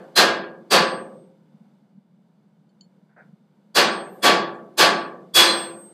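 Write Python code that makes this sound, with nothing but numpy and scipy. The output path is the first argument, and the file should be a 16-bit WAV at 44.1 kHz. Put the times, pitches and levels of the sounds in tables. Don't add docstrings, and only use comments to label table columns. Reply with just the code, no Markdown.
import sys
import numpy as np
from scipy import signal
from scipy.fft import rfft, irfft, next_fast_len
from scipy.io import wavfile
from scipy.ndimage import uniform_filter1d, map_coordinates

SR = 44100
rng = np.random.default_rng(int(sys.argv[2]) if len(sys.argv) > 2 else 0)


def field_ratio(decibels):
    return 10 ** (np.asarray(decibels, dtype=float) / 20)


def waveform_to_disk(signal):
    frames = np.transpose(np.atleast_2d(signal))
    scaled = np.clip(frames, -1, 1) * 32767
    samples = np.round(scaled).astype(np.int16)
    wavfile.write(sys.argv[1], SR, samples)


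N = 261513

# pitch_hz, level_db
FLAME_SPECTRUM = [(24, -75.5), (40, -45), (70, -47.5), (113, -26.5), (145, -8), (176, -2.5), (220, -4.5),
                  (253, -22), (300, -18.5), (390, -43.5), (660, -120)]
# start_s, peak_db, pitch_hz
FLAME_POPS = [(1.543, -40.5, 190), (1.607, -41.5, 193), (1.665, -43.5, 205), (1.975, -39.5, 202),
              (2.665, -46, 180), (3.29, -43, 181), (3.33, -37.5, 181), (3.407, -49, 222)]
# pitch_hz, level_db
AIR_SPECTRUM = [(150, -32), (260, -8), (336, -6), (593, -7), (646, -10.5), (943, -11), (1060, -17.5),
                (1580, -23.5), (2650, -29.5), (4900, -29), (5400, -35), (14300, -39.5), (15800, -44)]
# centre_hz, width_hz, level_db (not used)
AIR_BANDS = [(1490, 120, 0), (2200, 60, -6), (2950, 63, -8), (3540, 94, -7), (6050, 65, -16),
             (7610, 92, -15), (8410, 150, -17)]
# start_s, length_s, level_db
SCALE_FIZZ = [
    (3.98, 0.27, -65.5),
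    (4.423, 0.46, -80.5),
    (5.73, 0.21, -60.5),
]
# start_s, peak_db
TONG_CONTACTS = [
    (2.6914, -65),
    (2.809, -42.5),
]
# pitch_hz, level_db, t60_s
TONG_MODES = [(3070, -7, 0.079), (4370, -3, 0.1), (4450, 4, 0.039), (4850, -23, .07), (6700, -10, .03),
              (7200, -12, 0.1)]
# start_s, level_db, length_s
BAR_STROKES = [
    (3.09, -69, 0.043),
    (3.162, -50.5, 0.047),
]
# centre_hz, width_hz, level_db
BAR_RESONANCES = [(680, 410, -1), (1470, 170, 3.5), (2200, 250, -29)]
# start_s, strength_db, brightness_db_per_octave, decay_stretch (ratio), gate_opening_s
BLOWS = [
    (-.4, -8.5, 1, 1.056, .035),
    (.151, -7.5, 0.95, 0.94, 0.046),
    (.699, -7, 0.3, 0.89, 0.061),
    (3.742, -9, 0.49, 0.98, 0.051),
    (4.218, -7, 0.24, 0.92, 0.073),
    (4.768, -5, 1.01, 0.89, 0.074),
    (5.335, -4.5, 3.5, 1.038, 0.099),
    (5.471, -26, -2.5, 0.75, 0.0055),
]
# bending_db, upper_bending_over_mean_db, twisting_db, lengthwise_db
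HEAD_MOTIONS = [(-41.5, 1, -39.5, -78.5), (-33, -2.5, -24, -70), (-31, 7.5, -33.5, -45.5),
                (-30, 3.5, -28.5, -45), (-34.5, -8.5, -44.5, -76), (-34.5, -1.5, -34, -57.5),
                (-13.5, -3, -31, -30), (-38.5, -4.5, -29.5, -66)]
# pitch_hz, t60_s, unsteadiness (about 0-1)
HEAD_MODES = [(3383, 0.43, 0.99), (3424, 0.43, 1.2), (4103, .3, .4), (4645, .36, 1.28), (8325, 1.046, 0.1),
              (10790, 0.19, .8), (14990, 1.1, .3)]
# pitch_hz, level_db, t60_s
BENCH_MODES = [(341, -31.5, 0.96), (438, -34.5, .6), (513, -35, 0.86), (530, -28, 0.98), (716, -31.5, 0.45),
               (863, -27.5, .6), (1013, -25.5, 0.64), (1090, -29.5, 0.41), (1139, -24, 0.65),
               (1168, -31, 0.65), (1228, -32.5, 0.62), (1392, -30, 0.49), (1566, -30.5, .36),
               (1629, -25, 0.61), (1826, -27, 0.33), (2626, -25.5, 0.19), (2800, -34.5, 0.23),
               (5690, -38, .25)]
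# pitch_hz, level_db_per_hz
IMPACT_SPECTRUM = [(18, -67.5), (30, -39), (108, -29.5), (183, -7), (251, -14.5), (350, -5.5), (523, -3),
                   (931, -7.5), (1120, -4.5), (1270, -6.5), (1660, -7), (2210, -7), (4730, -10.5),
                   (5540, -17), (15000, -25), (15500, -32.5)]
# pitch_hz, build_up_s, early_t60_s, late_t60_s, late_level_db
SHOP_REVERB = [(60, 0.038, 0.23, 0.45, -21.5), (166, 0.038, 0.62, 1.6, -14), (280, 0.012, 0.63, 1.2, -6.5),
               (439, 0.012, .45, 1.11, -8.5), (1000, 0.022, .4, 0.88, -11), (1600, 0.025, .33, 0.78, -11.5),
               (2500, 0.022, 0.27, 0.66, -12.5), (4700, 0.011, 0.3, 0.55, -9.5),
               (9000, 0.008, 0.1342, 0.38, -7), (12210, 0.0087, 0.18, 0.29, -10.5),
               (15310, .008, .1, .28, -12)]
# pitch_hz, level_db (per band)
SUPPRESSOR_KNEE = [(150, -78), (500, -65), (1200, -59.5), (3500, -63), (8000, -66.5), (15000, -75)]
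# start_s, end_s, above_hz
THIN_TREBLE = [
    (3.857, 3.99, 7760),
    (5.5, 5.57, 11700),
    (5.55, 5.72, 6660),
]


def unit(x):
    return x / np.sqrt(np.mean(x ** 2) + 1e-20)


def along(points, hz):
    f, *columns = np.transpose(points)
    return [np.interp(np.log(hz + 1), np.log(f + 1), column) for column in columns]


def noise(response, count):
    m = next_fast_len(count)
    spectrum = rfft(rng.standard_normal(m)) * response(np.fft.rfftfreq(m, 1 / SR))
    return unit(irfft(spectrum, m)[:count])


def filtered(x, response):
    return irfft(rfft(x) * response(np.fft.rfftfreq(N, 1 / SR)), N)


def wobble(rate, count):
    knots = rng.standard_normal(count // 100)
    return map_coordinates(knots, [np.arange(count) * rate / SR])


def add(track, s, sound):
    i = round(s * SR)
    sound = sound[max(-i, 0):N - i]
    track[max(i, 0):][:len(sound)] += sound


def since(times):
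    now, times = np.arange(N) / SR, np.append(-N / SR, times)
    return now - times[np.searchsorted(times, now, side="right") - 1]


def swell(t, peak_s):
    return t / peak_s * np.exp(1 - t / peak_s)


def ringing(modes, t, scatter_db, beat_db, smear):
    out = np.zeros(len(t))
    for hz, db, t60, rough in modes:
        beating = rough * beat_db * np.tanh(wobble(15 + 20 * rough, len(t)))
        level_db = db + scatter_db * rng.normal() + beating - 60 * t / t60
        blur = rough * smear * wobble(15 + 25 * rough, len(t))
        out += field_ratio(level_db) * np.sin(2 * np.pi * (hz * t + rng.random() + blur))
    return out


def suppressed(x, bite):
    hz, _, z = signal.stft(x, SR, nperseg=512)
    power = uniform_filter1d(np.abs(z) ** 2, size=3, axis=0)
    power = uniform_filter1d(power, size=5, axis=1)
    under = field_ratio(along(SUPPRESSOR_KNEE, hz)[0])[:, None] ** 2 / (np.abs(power) + 1e-20)
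    return signal.istft(z * (1 + under) ** (-bite / 2), SR, nperseg=512)[1][:len(x)]


def shop_air(f):
    bands = sum(np.exp(-((f - hz) / (width + 80)) ** 2) for hz, width, _ in AIR_BANDS)
    return field_ratio(along(AIR_SPECTRUM, f)[0] + 4.5 * bands - 3 * f / 10000)


def forge():
    after = since([blow[0] for blow in BLOWS[:-1]])
    opened = 1 / (1 + (after / 0.85) ** 4)
    boom_db = 8.5 * swell(after, 0.07)
    nudge_db = 6 * swell(since([BAR_STROKES[-1][0]]), 0.084)
    flame_db = -61 + 4.5 * opened + boom_db
    air_db = -69.5 + 11 * opened + nudge_db
    lumps = field_ratio(2 * wobble(35, N))
    flame = lumps * noise(lambda f: field_ratio(along(FLAME_SPECTRUM, f)[0]), N)
    out = field_ratio(flame_db + 2.5) * unit(flame)
    out = out + field_ratio(air_db + 1.8 * wobble(3, N)) * noise(shop_air, N)
    t = np.arange(SR // 10) / SR
    for s, db, hz in FLAME_POPS:
        puff = np.exp(-((t - 0.014) / 0.0083) ** 2)
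        add(out, s - 0.006, field_ratio(db - 3.0) * puff * np.sin(2 * np.pi * hz * t))
    return out


def sizzle():
    out = np.zeros(N)
    for s, length, db in SCALE_FIZZ:
        count = int(length * SR)
        for centre_hz, width_hz in [(7500, 1300), (10000, 680), (12600, 1500)]:
            band = lambda f: np.exp(-((f - centre_hz) / width_hz) ** 4)
            patches = field_ratio(db - 14.0 + 6.7 * wobble(15, SR)[:count])
            add(out, s, patches * np.hanning(count) ** 0.37 * noise(band, SR)[:count])
    return out


def tongs():
    out, t = np.zeros(N), np.arange(SR // 2) / SR
    contact = lambda f: np.exp(-np.log((f + 1) / 4300) ** 2 / 0.33)
    for s, db in TONG_CONTACTS:
        ring = ringing([(*mode, 3) for mode in TONG_MODES], t, scatter_db=2.0, beat_db=1.5, smear=0.086)
        crack = 0.23 * field_ratio(-60 * t / 0.025) * noise(contact, len(t))
        add(out, s, field_ratio(db - 4.5) * (ring + crack) * (1 - np.exp(-t / 0.00053)))
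    return out


def dragged_bar():
    out, t = np.zeros(N), np.arange(SR // 2) / SR

    def body(f):
        resonances = sum(field_ratio(db) * f * w / (c * c - f * f + 1j * f * w) for c, w, db in BAR_RESONANCES)
        return resonances / (1 + (f / 2300) ** 12)

    for s, db, length in BAR_STROKES:
        decay_db = -60 * np.clip(t - length, 0, None) / 0.18
        stroke = (1 - np.exp(-t / 0.0045)) * field_ratio(decay_db + 1.0 * wobble(65, len(t)))
        add(out, s, field_ratio(db) * stroke * noise(body, len(t)))
    return out


def crash(brightness, stretch, t, ripple):
    def colour(f):
        tilt_db = brightness * np.log2((f + 1) / 1500)
        return field_ratio(along(IMPACT_SPECTRUM, f)[0] + tilt_db + np.interp(f, np.arange(SR), ripple))

    hz, u, z = signal.stft(noise(colour, len(t)), SR, nperseg=256)
    build, early, late, late_db = (column[:, None] for column in along(SHOP_REVERB, hz))
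    decay = field_ratio(-60 * u / (early * stretch)) + field_ratio(late_db - 60 * u / (late * stretch))
    return signal.istft(z * (1 - np.exp(-u / build)) ** 2 * decay, SR, nperseg=256)[1][:len(t)]


def bench_ring(t):
    ring = ringing([(*mode, 1) for mode in BENCH_MODES], t, scatter_db=3.5, beat_db=1.0, smear=0.09)
    return ring * (1 - np.exp(-t / 0.028))


def head_levels(bend_db, lean_db, twist_db, length_db):
    edge_db = -28 + 0.49 * bend_db
    shrill_db = 24.5 + 2.4 * length_db
    return (bend_db - lean_db - 1.5, bend_db - lean_db - 8.5, twist_db, bend_db + lean_db,
            length_db, edge_db, shrill_db)


def head_ring(motions, t):
    modes = [(hz, db, *rest) for (hz, *rest), db in zip(HEAD_MODES, head_levels(*motions))]
    ring = ringing(modes, t, scatter_db=2.5, beat_db=4.0, smear=0.16)
    swing = 1 + 0.34 * np.cos(2 * np.pi * 3.8 * (t - 0.27))
    return ring * (1 - np.exp(-t / 0.0075)) * swing


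def hammer():
    out, t = np.zeros(N), np.arange(2 * SR) / SR
    ripple = 2.9 * wobble(1200, 10 * SR)[:SR]
    riding = field_ratio(-6.5 * np.exp(-t / 0.017))
    for (s, db, brightness, stretch, opening), motions in zip(BLOWS, HEAD_MOTIONS):
        blow = field_ratio(db + 5.5) * crash(brightness, stretch, t, ripple)
        blow = blow + field_ratio(db + 15.0 - 0.6 * brightness) * bench_ring(t)
        blow = blow + field_ratio(12) * head_ring(motions, t)
        gate = np.sin(np.pi / 2 * np.clip(t / opening, 0, 1)) ** 1.12
        add(out, s, gate * riding * blow)
    return suppressed(out, bite=1.4)


def scene():
    struck = filtered(hammer(), lambda f: 1 / np.sqrt(1 + (125 / (f + 1)) ** 8))
    return (forge() + sizzle() + tongs() + dragged_bar() + struck)[None]


def thinned_treble(x, stand_out_db=8):
    hz, t, z = signal.stft(x, SR, nperseg=1024)
    near = uniform_filter1d(np.abs(z), size=3, axis=0)
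    around = uniform_filter1d(np.abs(z), size=31, axis=0)
    line = near > field_ratio(stand_out_db) * around
    ragged = uniform_filter1d(rng.standard_normal(len(hz)), size=7)[:, None]
    ragged = 0.017 * ragged * np.sqrt(7)
    thin = np.zeros(z.shape, bool)
    for start, end, above_hz in THIN_TREBLE:
        thin |= (hz[:, None] > above_hz) & (t > start + ragged) & (t < end)
    return signal.istft(z * (line | ~thin), SR, nperseg=1024)[1][:N]


def top_cut(x):
    return signal.sosfilt(signal.butter(12, 16120, fs=SR, output="sos"), x)


def record(dry):
    squashed = dry[0] / (1 + np.abs(dry[0] / 0.65) ** 3) ** (1 / 3)

    def band(f):
        bass = field_ratio(-13.5) + 1 / np.sqrt(1 + (90 / (f + 1)) ** 6)
        top = np.sqrt(1 + (f / 15330) ** 260)
        return bass / top / (1 + field_ratio(-14.0))

    mix = thinned_treble(filtered(squashed, band))[None]
    return top_cut(mix)


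dry = scene()
out = record(dry)
waveform_to_disk(out)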